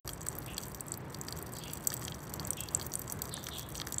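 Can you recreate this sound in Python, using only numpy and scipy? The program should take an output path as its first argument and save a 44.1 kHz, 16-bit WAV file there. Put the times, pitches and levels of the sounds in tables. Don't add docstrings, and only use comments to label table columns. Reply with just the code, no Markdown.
import sys
import numpy as np
from scipy import signal
from scipy.fft import rfft, irfft
from scipy.io import wavfile
from scipy.ndimage import map_coordinates

SR = 44100
rng = np.random.default_rng(int(sys.argv[2]) if len(sys.argv) > 2 else 0)


def persist_wave(psi):
    counts = np.round(np.clip(psi, -1, 1) * 32767).astype(np.int16)
    wavfile.write(sys.argv[1], SR, np.atleast_2d(counts).T)


N = 176400
TIME_S = np.arange(N) / SR


def amp(db):
    return 10 ** (np.asarray(db) / 20)


def burst(x, window_s=.005):
    return x / np.sqrt(np.sum(x ** 2, axis=-1, keepdims=True) / (window_s * SR) + 1e-20)


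def fade(t, t60_s):
    return np.exp(-np.log(1000) * t / t60_s)


def wobble(per_s, size=N):
    knots = rng.standard_normal(int(size * per_s / SR) + 4)
    return map_coordinates(knots, [np.arange(size) * per_s / SR])


def add(track, start_s, x):
    i = int(np.clip(round(start_s * SR), 0, N))
    track[i:i + len(x)] += x[:N - i]


def placed(times, sounds):
    out = np.zeros(N)
    for start_s, sound in zip(np.ravel(times), sounds):
        add(out, start_s, sound)
    return out


def gains(eq, size):
    hz, db = np.transpose(eq)
    return amp(np.interp(np.log(np.fft.rfftfreq(size, 1 / SR) + 1), np.log(hz), db))


def tinted(x, eq, shade_db=0):
    size = x.shape[-1]
    cepstrum = irfft(np.log(gains(eq, size) * amp(shade_db)), size)
    cepstrum[..., 1:size // 2] *= 2
    cepstrum[..., size // 2 + 1:] = 0
    return irfft(rfft(x) * np.exp(rfft(cepstrum)), size)


def noise(eq):
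    x = irfft(rfft(rng.standard_normal(N)) * gains(eq, N), N)
    return x / np.sqrt(np.mean(x ** 2) + 1e-20)


def yard(x, t60_s):
    t = np.arange(SR // 2) / SR
    tail = rng.standard_normal(len(t)) * fade(t, t60_s) * (1 - np.exp(-t / 0.0011))
    return signal.fftconvolve(x, tail / np.linalg.norm(tail))[:N]


# freq_hz, gain_db
RUMBLE_EQ = [(20, -39), (30, -27), (41, -34), (50, -9), (70, -3.5), (95, -3.5), (140, 0), (190, -6.5),
             (265, -11), (330, -9), (450, -12.5), (700, -16), (1050, -15.5), (1450, -20.5), (1900, -22.5),
             (2700, -33), (5000, -40.5), (16000, -67)]
# freq_hz, gain_db
DRONE_EQ = [(20, -47), (42, -28), (48, 6), (57, 10), (64, -19), (150, -70), (1000, -120)]
# time_s, level_db
DRONE_RIDE = [(.05, -46), (.3, -57), (.6, -53), (1.1, -78), (4, -60)]


def rumble(level_db=-45, sway_db=-0.95):
    drone = amp(np.interp(TIME_S, *np.transpose(DRONE_RIDE))) * noise(DRONE_EQ)
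    return amp(level_db + sway_db * wobble(per_s=6.46)) * noise(RUMBLE_EQ) + drone


# start_s, length_s, first_pitch_hz, last_pitch_hz, level_db, second_voice_relative_db
BIRD_NOTES = [(0.47, 0.036, 2864, 2870, -53, -12), (1.541, 0.06, 4190, 4570, -58, -22),
              (1.595, 0.059, 2803, 3396, -57, -16), (1.65, 0.028, 2680, 2867, -53.5, -19),
              (2.562, 0.043, 2960, 2653, -53, -1.5), (3.305, 0.07, 4900, 3458, -51, -9),
              (3.503, 0.071, 4430, 3286, -49, -17)]


def birds(trim_db=2, glide_s=.014, second_ratio=1.22, warble=.03, rasp_db=-1, overtone_db=-10.5):
    out = np.zeros(N)
    for start_s, length_s, first_hz, last_hz, db, second_db in BIRD_NOTES:
        t = np.arange(int(length_s * SR)) / SR
        glide_hz = last_hz + (first_hz - last_hz) * np.exp(-t / glide_s)
        envelope = signal.windows.tukey(len(t), .5)
        for ratio, voice_db in ((1, 0), (second_ratio, second_db)):
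            hz = ratio * glide_hz * (1 + warble * wobble(per_s=319, size=SR // 2)[:len(t)])
            phase = 2 * np.pi * np.cumsum(hz) / SR
            rasp = 1 + amp(rasp_db) * wobble(per_s=1400, size=SR // 2)[:len(t)]
            overtone = amp(overtone_db + second_db) * np.sin(2 * phase)
            voice = rasp * (np.sin(phase) + overtone)
            add(out, start_s, amp(db + voice_db + trim_db) * envelope * voice)
    return out + amp(2) * yard(out, t60_s=0.56)


# freq_hz, gain_db
WATER_EQ = [(300, -27), (1500, -13), (2550, -20.5), (3300, -5.5), (3950, -12), (4600, -1.5), (5330, -14),
            (5700, -2), (7180, -6.5), (7700, 4), (8450, -3.5), (8950, 1), (9400, -12.5), (10300, -10),
            (11100, -7), (11900, -8.5), (12900, 1.5), (14000, -5.5), (15100, -5.5), (15700, -15),
            (17000, -61)]
# time_s, level_db
FLOW_RIDE = [(0.14, -59.5), (0.23, -60.5), (0.68, -56), (0.8, -59.5), (1.05, -66.5), (1.16, -60),
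             (1.36, -56.5), (1.78, -59.5), (1.98, -54), (2.25, -60.5), (2.88, -59.5), (3.44, -58),
             (3.82, -53), (3.95, -62)]


def trickle(count=800, per_s=175, centre_hz=7780, spread_octaves=0.36, ceiling_db=-48, mist_db=-13):
    flow = np.transpose(FLOW_RIDE)
    start_s = np.cumsum(rng.exponential(1, count)) / per_s
    weight, pitch, ring, bright = rng.standard_normal((count, 4)).T
    db = np.interp(start_s, *flow) - 2.5 + 5.5 * weight
    db = ceiling_db - abs(ceiling_db - db)
    pitch_hz = np.clip(centre_hz * 2 ** (spread_octaves * pitch), 3000, 14000)
    bubble_db, splat_db = db - 2 + 3 * ring, db - 2 * ring
    tilt = 3.5 + 5.5 * bright
    droplets = drops(np.transpose([start_s, pitch_hz, bubble_db, splat_db, tilt]))
    mist = amp(np.interp(TIME_S, *flow) + mist_db) * noise(WATER_EQ)
    return droplets + mist


# freq_hz, gain_db
GROUND_EQ = [(200, -16), (600, -15.5), (1100, 2.5), (1900, 2.5), (2600, -15), (3400, -13), (5000, -7),
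             (9000, -21.5)]
# start_s, level_db
GROUND_HITS = [(0.076, -43.5), (.268, -46.5), (1.283, -47), (1.919, -43.5), (2.023, -45.5), (2.795, -51),
               (3.376, -46), (3.468, -52), (3.487, -41.5), (3.817, -45), (3.871, -40.5)]


def ground_pats(trim_db=1.5, size=2048):
    out, t = np.zeros(N), np.arange(size) / SR
    for start_s, db in GROUND_HITS:
        knock = rng.standard_normal(size) * fade(t, t60_s=0.013)
        add(out, start_s, amp(db + trim_db) * burst(tinted(knock, GROUND_EQ)))
    return out


# start_s, level_db, tilt_db_per_octave
FLAT_DROPS = [(0.0763, -38, -2), (0.0919, -38, -8), (0.2308, -48, -1), (0.3521, -45, 0), (0.3859, -37, 17),
              (0.4618, -46, -7), (0.5806, -32.5, -5.5), (0.7467, -42, -2.5), (0.9745, -43.5, 23),
              (1.3878, -44.5, 5), (1.6369, -44, -9), (1.6986, -47, -9), (1.7341, -36, 7), (1.919, -45, -5),
              (1.9292, -43.5, -13), (1.9399, -33.5, 10), (2.0808, -38, -9.5), (2.3381, -37, 0.5),
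              (2.4718, -39.5, 5), (2.5705, -45, 1), (2.7975, -42.5, -10), (2.8203, -44.5, -10),
              (2.8272, -44.5, 5), (2.8651, -37.5, 7.5), (2.994, -37.0, 12), (3.1227, -34, 7),
              (3.2189, -32, 1), (3.2545, -44.5, 0), (3.4407, -41.5, 2), (3.4686, -37.5, -15),
              (3.4864, -42, 1), (3.5842, -40, 4), (3.5942, -39.5, -0.5), (3.7535, -40.5, -11.5),
              (3.8711, -41.0, -6.5), (3.9234, -35.5, 2)]


def splats(rows, trim_db=1, spray_db=-3.5, knee_hz=3180, colour_db=3, size=640):
    start_s, db, tilt = np.transpose(rows)[:, :, None]
    t, grid_hz = np.arange(size) / SR, np.fft.rfftfreq(size, 1 / SR)
    crack, spray = fade(t, t60_s=0.0011), amp(spray_db) * fade(t, t60_s=0.016)
    impact = rng.standard_normal((len(start_s), size)) * (crack + spray)
    octaves = np.log2((grid_hz + 1) / knee_hz)
    bright_db = octaves * np.where(octaves > 0, tilt, 7)
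    colour = rng.standard_normal((len(start_s), 14))
    uneven_db = colour_db * signal.resample(colour, len(grid_hz), axis=1)
    hits = burst(tinted(impact, WATER_EQ, bright_db + uneven_db))
    return placed(start_s, amp(db + trim_db) * hits)


# start_s, pitch_hz, bubble_db, splat_db, tilt_db_per_octave
BUBBLE_DROPS = [(0.134, 8550, -40.5, -54, -4), (0.216, 6700, -43, -61.0, 7), (0.267, 9250, -40, -41.5, 2),
                (0.2858, 8240, -29.0, -51, 9), (0.5449, 7050, -44.5, -67, -15),
                (0.6349, 6000, -44, -45.5, 0.5), (0.8072, 8600, -36, -44.5, 16),
                (0.8831, 7800, -42.5, -54, 10), (0.9198, 7770, -32.5, -54, 6),
                (0.9405, 4730, -44.5, -43.5, 5), (1.1461, 4800, -40.0, -45.5, -1),
                (1.2134, 7050, -37, -48, 9), (1.2849, 4830, -39, -46.0, -9),
                (1.3248, 4420, -43.5, -41.5, 2), (1.4258, 9300, -42, -44, 10), (1.5361, 8000, -43, -52, -1),
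                (1.5858, 8000, -41, -45.0, 16), (1.6812, 6400, -46.5, -56, -11),
                (1.772, 7880, -44, -53, -5), (1.8719, 7940, -26.5, -26.5, 5),
                (1.9028, 5640.0, -42, -42, -7), (1.9672, 7880.0, -40.5, -48.5, 4),
                (2.0507, 7400, -36.5, -43.5, -3), (2.1217, 3200, -42, -58, -8),
                (2.1455, 5660, -44.5, -64, -6), (2.3966, 4580, -37.5, -51, -6),
                (2.4504, 7300, -38.5, -53, 4), (2.5058, 8570, -27, -39.5, 3.5),
                (2.5323, 5640.0, -40, -43.0, 2), (2.606, 8200.0, -33, -36, 2),
                (2.6364, 8430, -42.5, -45, -2), (2.6875, 4340, -39.5, -52, 16),
                (2.7486, 7500, -22.5, -52, -3), (2.8136, 4130, -39.5, -51, 14),
                (2.9198, 5700, -42.5, -60, -11), (2.9379, 6850, -36.5, -39.0, 1.5),
                (2.9546, 9200, -29, -44, 3), (3.0171, 8700, -47, -39.5, 2), (3.0786, 7280.0, -46, -50, -6),
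                (3.0992, 6100.0, -37.5, -45, 7), (3.3407, 9650, -35, -50.5, -12),
                (3.3682, 6050, -43, -64, -5), (3.7797, 6160, -39.5, -58.0, -7),
                (3.8, 3900, -44, -38.5, -19), (3.8164, 3700, -35.5, -58, 16),
                (3.9431, 7140, -34.5, -50, -1), (3.9828, 7400, -29.0, -45.0, -6.5)]


def drops(rows, trim_db=-0.43, attack_s=0.000084, rise_per_s=5.6, size=640):
    start_s, pitch_hz, bubble_db, splat_db, tilt = np.transpose(rows)[:, :, None]
    t = np.arange(size) / SR
    phase = 2 * np.pi * pitch_hz * t * (1 + rise_per_s * t / 2)
    bubble = np.sin(phase) * fade(t, t60_s=0.0021) * (1 - np.exp(-t / attack_s))
    pings = placed(start_s, amp(bubble_db + trim_db) * burst(tinted(bubble, WATER_EQ)))
    return pings + splats(np.hstack([start_s, splat_db, tilt]))


def scene(echo_s=.002, echo_gain=-0.4, reverb_db=-20.5, reverb_s=0.18, width_db=-39.5):
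    direct = drops(BUBBLE_DROPS) + splats(FLAT_DROPS) + ground_pats() + trickle()
    water = direct + echo_gain * np.interp(TIME_S - echo_s, TIME_S, direct, left=0)
    mid = water + amp(reverb_db) * yard(water, reverb_s) + birds() + rumble()
    side = amp(width_db) * yard(np.diff(water, prepend=0), reverb_s)
    return np.array([mid + side, mid - side])


def record(dry, start_s=.047, top_hz=15700):
    gated = dry * (TIME_S >= start_s)
    return irfft(rfft(gated) * (np.fft.rfftfreq(N, 1 / SR) < top_hz), N)


dry = scene()
out = record(dry)
persist_wave(out)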